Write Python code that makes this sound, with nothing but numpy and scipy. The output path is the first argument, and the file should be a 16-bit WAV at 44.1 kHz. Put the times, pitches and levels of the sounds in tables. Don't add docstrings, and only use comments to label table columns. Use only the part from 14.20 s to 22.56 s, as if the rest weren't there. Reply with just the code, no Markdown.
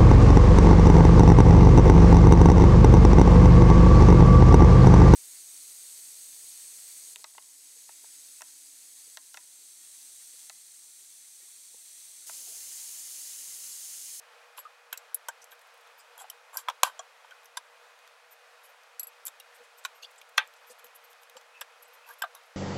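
import sys
import numpy as np
from scipy import signal
from scipy.fft import rfft, irfft
from scipy.io import wavfile
from scipy.ndimage import uniform_filter1d

SR = 44100
rng = np.random.default_rng(int(sys.argv[2]) if len(sys.argv) > 2 else 0)


def how_loud(loudness_db):
    steps = np.asarray(loudness_db, float) / 20
    return 10 ** steps


def persist_wave(psi):
    counts = np.round(np.clip(psi, -1, 1) * 32767).astype(np.int16)
    wavfile.write(sys.argv[1], SR, np.atleast_2d(counts).T)


N = 368676
SPAN = 8192
BASS_CUT_HZ, HISS_TOP_HZ = 513, 15950


def bell(hz, centre_hz, width_hz):
    return 1 / np.sqrt(1 + ((hz - centre_hz) / (width_hz / 2)) ** 2)


def shape(x, gain):
    hz = np.arange(len(x) // 2 + 1) * SR / len(x)
    return irfft(rfft(x) * gain(hz), len(x))


def level(x, db):
    return x * how_loud(db) / np.sqrt(np.mean(x ** 2))


def fade(t60):
    return np.exp(-np.log(1000) * np.arange(SPAN) / SR / np.clip(t60, .004, .5))


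def swell(length):
    return np.sin(np.pi * np.clip(np.arange(SPAN) / SR / length, 0, 1) ** 0.76)


def ring(hz, db, t60):
    time = np.arange(SPAN) / SR
    return sum(how_loud(d) * fade(s) * np.sin(2 * np.pi * f * time) for f, d, s in zip(hz, db, t60))


def add(out, s, sound, db):
    i = int(s * SR)
    out[i:i + SPAN] += (sound * how_loud(db) / np.abs(sound).max())[:len(out) - i]


# frequency in Hz, density in dB per Hz.
FAN = [(160, -76.5), (280, -55.5), (455, -10), (646, -7), (1390, -6), (3050, -14), (11700, -29),
       (15200, -37)]
# frequency in Hz, width in Hz, level in dB.
FAN_NOTES = [(239, 36, -97.5), (480, 11, -72), (2500, 70, -71.5)]


def fan():
    log_hz, db = np.log(np.array(FAN)[:, 0]), np.array(FAN)[:, 1]
    hiss = shape(rng.standard_normal(N), lambda f: how_loud(np.interp(np.log(f + 1), log_hz, db)) * (f < HISS_TOP_HZ))
    waver = np.repeat(rng.standard_normal(N // 4000 + 1), 4000)[:N]
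    waver_db = 0.73 * uniform_filter1d(waver, size=4000)
    notes = np.zeros(N)
    for hz, width_hz, note_db in FAN_NOTES:
        notes += level(shape(rng.standard_normal(N), lambda f: bell(f, hz, width_hz) ** 2), note_db)
    return level(hiss, -57.5) * how_loud(waver_db) + notes


# frequency in Hz, width in Hz, level in dB.
SCRAPE = [(7450, 700, 6), (10200, 1200, 2.5), (12200, 2200, -1.5), (14000, 1900, -23.5)]


def scrape(hz):
    return sum(how_loud(d) * bell(hz, c, w) ** 2 for c, w, d in SCRAPE)


# frequency in Hz, level in dB.
COVER = [(880, 1), (1010, 4), (1157, 6), (1280, -9), (1540, 5), (1900, -9)]
# frequency in Hz, level in dB.
UPPER = [(2420, -2), (2705, -13), (3140, 0.5), (3370, -5.5), (3930, -5), (4530, -12)]
# start in seconds, length in seconds, bright level in dB, middle level in dB, cover level in dB.
SLIDES = [
    (.365, 0.042, -53.5, -56, -58),
    (1.975, 0.07, -51, -59, -59.5),
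    (2.33, 0.048, -47.5, -64, -53.5),
    (7.86, 0.089, -66, -59.5, -52.5),
]
# start in seconds, length in seconds, bright level in dB, middle level in dB, cover level in dB.
CHATTERS = [
    (2.376, 0.066, -43.5, -48.5, -49),
    (2.645, 0.081, -44, -43.5, -37),
    (5.06, 0.042, -38.5, -53, -67),
    (8.04, 0.02, -60, -59.5, -39.5),
]


def slides():
    time = np.arange(N) / SR
    grip_db = 1.1 * np.repeat(rng.exponential(size=(3, N // 88 + 1)), 88, axis=1)[:, :N]
    grains = rng.standard_normal((3, N)) * how_loud(grip_db)
    upper = lambda f: sum(how_loud(d) * bell(f, c, 110) ** 2 for c, d in UPPER)
    bright = shape(grains[0], scrape)
    middle = shape(grains[1], lambda f: upper(f) + 0.51 * bell(f, 5000, 4800) ** 2)
    cover = shape(grains[2], lambda f: sum(how_loud(d) * bell(f, c, 109) ** 2 for c, d in COVER))
    gains = np.zeros((3, N))
    for table, (rise_db, peak, sag, fall_db) in ((SLIDES, (14, 0.36, 0.75, 20)), (CHATTERS, (.1, 0.12, 0.39, 35))):
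        for s, length, *layer_db in table:
            effort_db = np.interp((time - s) / length, [0, peak, sag, 1], [-rise_db, 0, -5.5, -fall_db], -99, -99)
            gains = gains + how_loud(np.add.outer(layer_db, effort_db))
    gains = uniform_filter1d(gains, size=200, axis=1)
    return sum(gain * level(layer, 0) for gain, layer in zip(gains, (bright, middle, cover)))


# start in seconds, peak level in dB, top share in dB, cover share in dB.
TICKS = [(.3905, -46, 12, -14), (.4475, -55, -20, -3), (.7284, -37, 16, -5), (.7753, -42.5, 13, -30),
         (.9452, -45, 30, -28), (1.0851, -30, 5, -28), (1.2424, -41.5, -2, -24), (1.318, -46, -13, -2),
         (1.979, -46, 5, -20), (2.0187, -39, -18, -19), (2.371, -33, 14, -30), (3.3711, -42, 8, -2),
         (4.796, -36, 12.5, -11), (4.832, -45.5, 17, -2), (4.8705, -60, 26, -11), (5.0534, -47.5, 20, -13),
         (5.0679, -30.5, 5.5, -30), (5.0807, -30.5, -2, -27), (5.6503, -35, 0, -3), (5.6575, -36, -4, 1),
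         (6.2745, -49, -3, -14), (6.6435, -51, 13, 0), (7.4105, -35, 5.5, -23), (7.8895, -59, 20, -5),
         (8.0215, -41, 19, -12)]
# start in seconds, peak level in dB, top share in dB, cover share in dB.
TOCKS = [(.376, -55, 20, 2), (2.0996, -33.5, 3, -35), (2.4863, -40, 8, -15), (2.4977, -34, -13, -6),
         (3.1087, -50.5, -9, -2), (3.256, -49.5, 4.5, -16), (5.1996, -43, 3, -9), (6.0145, -50, -1, 8.5),
         (6.179, -18.5, -14.5, 2), (7.1675, -41, -12, -8), (7.9374, -60.5, 16, -2), (8.1498, -45, 7, -9)]
# start in seconds, peak level in dB, top share in dB, cover share in dB.
SNAP = [
    (2.6338, -9.5, -2, -7.5),
]
# start in
# seconds, peak level in dB.
PLAY = [(1.3924, -55), (1.673, -57), (3.2321, -57), (3.7896, -57), (3.876, -51.5), (4.6344, -54.5),
        (5.384, -61), (5.5845, -55), (5.96, -56), (5.988, -65), (6.1764, -33), (6.338, -54), (6.429, -65),
        (6.594, -53), (6.6672, -51), (6.6824, -60), (6.931, -52), (7.033, -51), (7.097, -48), (7.212, -52),
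        (8.236, -60)]


def tick_rows():
    kinds = ((TICKS, 7660, 0.015), (TOCKS, 5670, 0.026), (SNAP, 7350, 0.0076))
    rows = [(s, db, 6400, 0.012, -1, -1) for s, db in PLAY]
    for table, hz, t60 in kinds:
        rows += [(s, db, hz, t60, top_db, cover_db) for s, db, top_db, cover_db in table]
    return sorted(rows)


# start in seconds, peak level in dB.
RINGS = [
    (0.3966, -40),
    (2.3854, -52),
    (4.795, -27),
    (4.8302, -33),
    (4.87, -38.5),
]
# frequency in Hz, level in dB, t60 in seconds.
ROD = [(4743, -20, .09), (7714, -8, .075), (11390, 0, .075), (12300, -8, .02), (14420, -14, .03)]


def ticks():
    out = np.zeros(N)
    lead = 256
    for s, db, hz, t60, top_db, cover_db in tick_rows():
        chance, patches = rng.standard_normal(6), rng.standard_normal(40)
        rattle = how_loud(-34) * fade(0.08) ** (np.arange(SPAN) / 900)
        burst = np.roll(rng.standard_normal(SPAN) * (fade(t60) + rattle), lead)
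        patchy = lambda f: how_loud(3.5 * np.interp(f / 600, np.arange(40), patches))
        crack = lambda f: bell(f, hz, 510) ** 2 + 0.4 * bell(f, 6430, 4000) ** 2
        top = lambda f: bell(f, 11550, 1900) ** 2 + 0.44 * bell(f, 15000, 3000) ** 2
        cover = lambda f: sum(how_loud(d + 6.3 * v) * bell(f, c, 320) ** 2 for (c, d), v in zip(UPPER, chance))
        for colour, share_db in ((crack, 0), (top, top_db), (cover, cover_db)):
            sound = np.roll(shape(burst, lambda f: colour(f) * patchy(f)), -lead)
            add(out, s - .0003, sound * (1 - fade(0.0034)) * fade(.2), db + share_db)
    grip = np.clip(2 - 2 * np.arange(SPAN) / SR / 0.039, 0, 1)
    for s, db in RINGS:
        add(out, s, (1 - fade(0.0027)) * ring(*np.transpose(ROD)) * grip, db + 1)
    return out


# start in seconds, peak level in dB, main note in Hz, t60 in seconds, upper notes in dB.
KNOCKS = [
    (.38, -33.5, 1010, 0.043, -4),
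    (2.359, -34.5, 1030, 0.033, -22),
    (2.477, -34, 1040, .06, -24),
    (2.498, -26, 933, .038, -2),
    (7.1672, -38, 800, 0.02, -1.5),
]
# start in seconds, peak level in dB, main note in Hz, t60 in seconds.
TAPS = [(1.323, -42.5, 1580, .089), (1.975, -46, 966, 0.14), (2.007, -40, 1010, 0.077),
        (2.042, -37, 760, 0.02), (2.331, -42, 1090, 0.075), (2.342, -41, 1060, 0.04),
        (2.3525, -37, 1040, .03), (2.665, -32, 1010, 0.042), (2.671, -38, 910, 0.037),
        (2.681, -38, 1030, 0.065), (2.697, -38, 1130, 0.043), (2.374, -56, 1560, .042),
        (3.046, -42.5, 956, 0.04), (3.838, -51, 1120, .06), (5.082, -43, 1230, 0.036),
        (7.89, -43, 1500, 0.042), (8.147, -44, 955, 0.14)]


def knocks():
    out = np.zeros(N)
    note_hz, note_db = np.transpose(COVER + UPPER)
    blows = [(*k, 1.4) for k in KNOCKS] + [(*t, -9, 0.76) for t in TAPS]
    for s, db, hz, t60, upper_db, push_ms in sorted(blows):
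        chance = rng.standard_normal((2, len(note_hz)))
        gains_db = note_db + chance[0] + np.where(note_hz > 2200, upper_db - 6.5, -9)
        body = ring(note_hz * (1 + 0.03 * chance[1]), gains_db, 0.73 * t60 * (1000 / note_hz) ** 0.21)
        body = body + ring([hz, hz * 1.5], [-2.5, -9], [t60, t60 * 1.3])
        low = lambda f: 1.3 * bell(f, hz, 524) ** 2 + .5 * bell(f, 620, 300) ** 2
        clatter = shape(rng.standard_normal(SPAN), lambda f: how_loud(upper_db) * bell(f, 3200, 1300) ** 2 + low(f))
        push = np.minimum(np.arange(SPAN) / SR * 1000 / push_ms, 1)
        add(out, s, (body + how_loud(7.0) * fade(t60 * 1.2) * clatter) * push, db)
    return out


# start in seconds, peak level in dB, centre in Hz, width in Hz, length in seconds.
RUBS = [(1.219, -44.5, 6100, 770, 0.023), (2, -46, 7800, 700, 0.029), (1.79, -52, 8100, 1500, 0.042),
        (1.78, -51, 14000, 2500, .035), (5.642, -47, 7900, 2800, .013), (6.366, -55, 7000, 4500, .014),
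        (5.342, -51.5, 8570, 3020, 0.039), (5.435, -55.5, 7500, 4000, .033), (5.584, -50, 7900, 900, 0.027),
        (6.5, -43, 8700, 7000, 0.04), (5.826, -45, 4500, 2200, 0.042), (5.981, -46.5, 7650, 920, 0.021),
        (7.645, -55, 8000, 800, 0.027)]
# start in seconds, peak level in dB, centre in Hz, length in seconds.
GLOVE = [(1.309, -45.5, 12300, 0.04), (3.246, -51, 12200, .0074), (4.111, -44.5, 13300, 0.042),
         (4.434, -49.5, 11400, 0.049), (4.49, -57.5, 13600, .03), (5.346, -57, 13200, .04),
         (5.575, -50, 13100, 0.032), (5.748, -57.5, 12500, .051), (5.823, -52, 12000, .03),
         (6.468, -50, 12800, .044), (6.589, -51, 12100, 0.021), (6.649, -46, 12670, 0.024),
         (6.75, -45, 11400, 0.026), (6.759, -49, 14000, 0.021), (6.841, -46, 13500, 0.025),
         (6.901, -51.5, 13300, 0.034), (7.015, -55, 13300, .03), (7.031, -55, 11100, .023),
         (7.627, -43, 11800, 0.016), (7.681, -56, 12000, .018), (7.732, -50.5, 12600, .036),
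         (7.865, -53, 12500, 0.034), (7.898, -46.5, 12000, 0.035), (7.928, -54, 11400, .023),
         (7.986, -47, 11900, .03), (8.157, -57, 11540, 0.038), (8.26, -61, 11500, .02)]
# start in seconds, peak level in dB,
# note in Hz, length in seconds.
PINGS = [(0.451, -39, 1238, 0.023), (2.011, -44.5, 787, 0.032), (1.09, -38, 1586, .016),
         (2.369, -41, 1580, 0.019), (3.109, -43.5, 1482, 0.025), (5.201, -49, 2780, 0.014),
         (5.828, -41, 2850, 0.014), (7.333, -50.5, 2610, 0.057), (7.83, -50, 2660, 0.059),
         (7.866, -50, 947, 0.05), (7.899, -44.5, 1650, 0.029), (0.731, -47, 2640, .03),
         (7.386, -55, 2510, .02),
         (1.987, -48, 3300, 0.025), (2.1, -38, 3060, 0.0072), (3.105, -49.5, 3184, 0.021),
           (1.79, -54, 5000, .03), (5.065, -47, 3060, .012), (5.074, -45, 3630, 0.015),
           (6.013, -53, 3300, 0.01), (4.795, -35, 5900, .0047), (4.796, -45, 4150, 0.015),
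           (5.201, -49, 3770, 0.017), (5.824, -46, 6450, .014), (5.825, -42, 4510, .014),
           (5.8425, -37, 3400, 0.012), (6.171, -45, 6700, 0.012), (6.493, -56, 8600, 0.025),
           (6.494, -54, 6200, .022), (6.495, -53, 4850, .02), (7.169, -54, 4500, .018),
           (7.167, -49, 7450, 0.02), (7.171, -53, 5730, .016), (8.155, -51.5, 3750, 0.024),
           (5.842, -45, 4550, .011), (5.854, -48, 4600, .01), (5.843, -44, 2900, .009),
           (5.83, -46, 3500, .011), (1.995, -50, 6600, .018), (.39, -44, 12250, .02),
           (6.759, -46, 11300, .01), (8.036, -44, 3300, .008), (2.048, -47, 800, .013),
           (8.017, -40, 1050, .006)]


def rubs():
    out = np.zeros(N)
    whispers = [(s, db, hz, 1400, length) for s, db, hz, length in GLOVE]
    for s, db, hz, width_hz, length in RUBS + whispers:
        colour = lambda f: bell(f, hz, width_hz) ** 2 + 0.19 * bell(f, 8100, 7400) ** 2
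        add(out, s - .004, shape(rng.standard_normal(SPAN), colour) * swell(length), db)
    for s, db, hz, length in PINGS:
        wobble = shape(rng.standard_normal(SPAN), lambda f: bell(f, hz, 0.07 * hz) ** 2)
        add(out, s, (ring([hz], [0], [.4]) + level(wobble, -1.3)) * swell(length), db)
    return out


# start in seconds, peak level in dB, rattle in dB, rattle t60 in seconds.
CLANKS = [(.727, -27, -14.5, 0.06), (0.7742, -36, -10, .03), (0.946, -33.5, -7, .03),
          (1.085, -23.5, -13.5, 0.038), (2.3702, -25, -19, 0.038), (2.485, -16.5, -13, 0.019),
          (2.792, -28.5, -8, 0.038), (3.370, -22.5, 0, 0.035), (5.6496, -21, -10, 0.028),
          (7.4131, -24.5, -15, 0.038), (8.0199, -20.5, -3, 0.027), (8.036, -23, -14, .06)]
# frequency in Hz, width in Hz, level in dB.
EARLY_MODES = [
    [(1020, 62, -3), (1580, 220, 0), (2610, 190, -6.5), (3240, 290, -1), (5500, 94, -14), (6700, 120, -9),
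     (7700, 120, -8), (8480, 210, -16), (9200, 120, -12)],
    [(4040, 110, -8), (5600, 120, -4), (6770, 110, -9), (7590, 140, 1), (8140, 200, -9)],
    [(3810, 120, -4), (6710, 170, -4), (7640, 240, 2), (8400, 160, -7), (8700, 140, 3), (9050, 150, -3)],
    [(936, 240, 2), (1450, 130, -2), (3140, 120, -8), (5590, 120, -7), (6600, 180, -8), (7580, 160, -2),
     (8050, 83, -9), (8460, 110, -13), (9100, 150, -14)],
    [(4790, 58, -9), (4950, 120, -4), (5730, 130, 1), (6400, 120, -9), (7200, 130, -3), (7800, 110, -1),
     (9400, 230, -4)],
    [(1020, 115, -3.5), (1262, 130, -0.5), (1594, 64, -11.5), (2030, 860, -15), (3360, 93, -12),
     (5560, 120, -38), (7430, 230, -27), (8930, 190, -35), (9410, 110, -41)],
]
# frequency in Hz, width in Hz, level in dB.
LATE_MODES = [
    [(730, 130, -4), (1125, 85, -1), (1623, 75, -12), (3260, 140, -10), (4140, 96, -18), (5890, 230, -8),
     (6440, 86, -15), (7090, 580, -6)],
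    [(1015, 160, -2.5), (1590, 120, -4), (3070, 84, -11), (3620, 150, -1.5), (4700, 120, -4),
     (5300, 110, -12), (5890, 120, -9), (6330, 90, -20), (7580, 140, -6.5), (10500, 150, -5)],
    [(1060, 160, -5), (1460, 140, -4), (1840, 90, -13), (2490, 100, -6.5), (2980, 210, -9), (3770, 200, -2),
     (5660, 150, -11), (6060, 220, -6.5), (7450, 220, -10), (8380, 89, -31)],
    [(1010, 140, -8), (1650, 70, 0), (2810, 98, -10), (3440, 250, -9), (5200, 140, -16), (5600, 110, -20),
     (7650, 120, -13), (8600, 280, -27), (9500, 110, -20)],
    [(1030, 110, -6), (1560, 95, -2), (2520, 86, -10.5), (3080, 140, -11), (3420, 110, -12),
     (4020, 180, -21), (5180, 310, -15), (7640, 340, -11), (8760, 120, -31)],
    [(688, 120, -1.5), (991, 30, -4), (1245, 110, 4), (1550, 84, 0), (2980, 120, -15), (3600, 180, -15),
     (4060, 110, -27)],
]
CRUNCH_DB = [-7, -1, -6, -4, -5, -7, -10, -5.5, -5.5, -6, -10.5, -5]
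# start in seconds, peak level in dB.
AFTER_RINGS = [
    (2.641, -28),
    (6.188, -24),
]
# frequency in Hz, level in dB, t60 in seconds.
AFTER_MODES = [
    [(1001, -6.5, 0.19), (1513, 1, 0.12), (2570, -12, 0.11), (2750, -3.5, 0.089), (2980, -16.5, 0.21),
     (3144, -5, 0.1), (3160, -12.5, 0.2), (3750, -24, 0.34), (4670, -14, 0.078)],
    [(870, -13.5, 0.17), (1265, -2, 0.073), (1570, 5, 0.06), (1880, -20, 0.26), (2390, -10.5, 0.18),
     (2420, -5, 0.083), (2730, -21, 0.1), (3060, -10, 0.085), (3440, -18, 0.16), (3650, -14, 0.12),
     (4097, -18, 0.08)],
]


def clanks():
    out = np.zeros(N)
    for (s, db, rattle_db, t60), modes, crunch_db in zip(CLANKS, EARLY_MODES + LATE_MODES, CRUNCH_DB):
        hz, width_hz, mode_db = np.transpose(modes)
        push = how_loud(rattle_db - 8.5) * rng.standard_normal(SPAN) * fade(t60)
        push[0] += 1
        mode_t60 = 2.95 / width_hz * (1000 / hz) ** 0.19
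        body = ring(hz, mode_db + 20 * np.log10(width_hz / 100), mode_t60)
        add(out, s, signal.fftconvolve(push, body * (1 - fade(0.003)))[:SPAN], db)
        skirts = lambda f: sum(how_loud(d * 0.7) * bell(f, c, w * 5.4) ** 2 for c, w, d in modes)
        crunch = shape(rng.standard_normal(SPAN), skirts)
        add(out, s, crunch * fade(t60) * (1 - fade(0.0089)), db + crunch_db)
    for (s, db), modes in zip(AFTER_RINGS, AFTER_MODES):
        add(out, s, ring(*np.transpose(modes)) * (1 - fade(.02)), db)
    return out


# start in seconds, peak level in dB.
CREAKS = [
    (1.3494, -61),
    (1.4127, -54),
    (1.4694, -57),
    (1.5394, -55),
    (1.5738, -60),
    (1.6094, -57),
    (5.9095, -53),
    (6.0894, -51.5),
]


def creaks():
    out = np.zeros(N)
    colour = lambda f: bell(f, 10700, 15000) ** 2 * (f > BASS_CUT_HZ) * (f < HISS_TOP_HZ)
    for s, db in CREAKS:
        add(out, s - .002, shape(rng.standard_normal(SPAN), colour) * swell(.014), db)
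    return out


# start in seconds, peak level in dB, clatter in dB, clatter t60 in seconds.
SLAMS = [
    (2.632, -4.5, -28, .07),
    (6.179, -6, -15, 0.14),
]
# frequency in Hz, width in Hz, level in dB.
SLAM_MODES = [
    [(654, 490, -19.5), (776, 310, -6), (1030, 370, 3), (1580, 120, -7.5), (2280, 200, -12.5),
     (2554, 200, -9), (2960, 220, -10), (4030, 370, -8), (4650, 156, -16), (5300, 500, -18.5),
     (5960, 380, -11.5), (7500, 580, -9), (8280, 550, -14), (10010, 990, -7.5)],
    [(654, 180, -11.5), (900, 123, -10), (1228, 460, 1), (1580, 150, 2.5), (1930, 480, 2), (2240, 190, -9),
     (2400, 210, 0), (2647, 190, -1.5), (3300, 280, 0.5), (3590, 160, -2), (4140, 280, -6.5),
     (4740, 340, -20), (6180, 110, -16), (9960, 610, -14)],
]


def slams():
    out = np.zeros(N)
    for (s, db, clatter_db, t60), modes in zip(SLAMS, SLAM_MODES):
        hz, width_hz, mode_db = np.transpose(modes)
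        body = ring(hz, mode_db + 20 * np.log10(width_hz / 100), 4.8 / width_hz)
        add(out, s, body * (1 - fade(.008)), db)
        loose = lambda f: sum(how_loud(d) * bell(f, c, 2.0 * w) ** 2 * bell(c, 1500, 5000) for c, w, d in modes)
        clatter = shape(rng.standard_normal(SPAN), loose)
        add(out, s, clatter * fade(t60) * (1 - fade(0.012)), db + clatter_db)
    return out


# start in seconds, peak level in dB, note in Hz, swell time in
# seconds (the bump lasts 0.56 of it).
BUMPS = [
    (5.4, -57.5, 482, 0.071),
    (6.499, -53, 491, 0.06),
    (6.637, -58.5, 480, 0.068),
    (7.155, -52, 509, 0.045),
]


def bumps():
    out = np.zeros(N)
    for s, db, hz, t60 in BUMPS:
        add(out, s, swell(t60 * 0.56) * ring([hz, 238, hz], [0, -22, -8], [.3, .3, .1]), db + 6.0)
    return out


def room(x):
    noise = shape(rng.standard_normal(SPAN), lambda f: f < HISS_TOP_HZ)
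    low = signal.sosfilt(signal.butter(2, 3500, fs=SR, output="sos"), noise)
    tail = low * fade(0.066) + (noise - low) * fade(0.047)
    tail = tail * (1 - fade(0.038))
    return x + how_loud(-18) * signal.fftconvolve(x, tail / np.sqrt(np.sum(tail ** 2)))[:N]


def scene():
    near = room(ticks() + knocks() + slides() + rubs() + slams() + clanks())
    microphone = signal.butter(10, [BASS_CUT_HZ, 14800], "band", fs=SR, output="sos")
    heard = signal.sosfilt(microphone, near) + how_loud(-100) * near
    return (heard + fan() + bumps() + creaks())[None]


def band_limit(x):
    return signal.sosfilt(signal.butter(12, 16790, fs=SR, output="sos"), x)


def record(dry):
    return band_limit(dry)


dry = scene()
out = record(dry)
persist_wave(out)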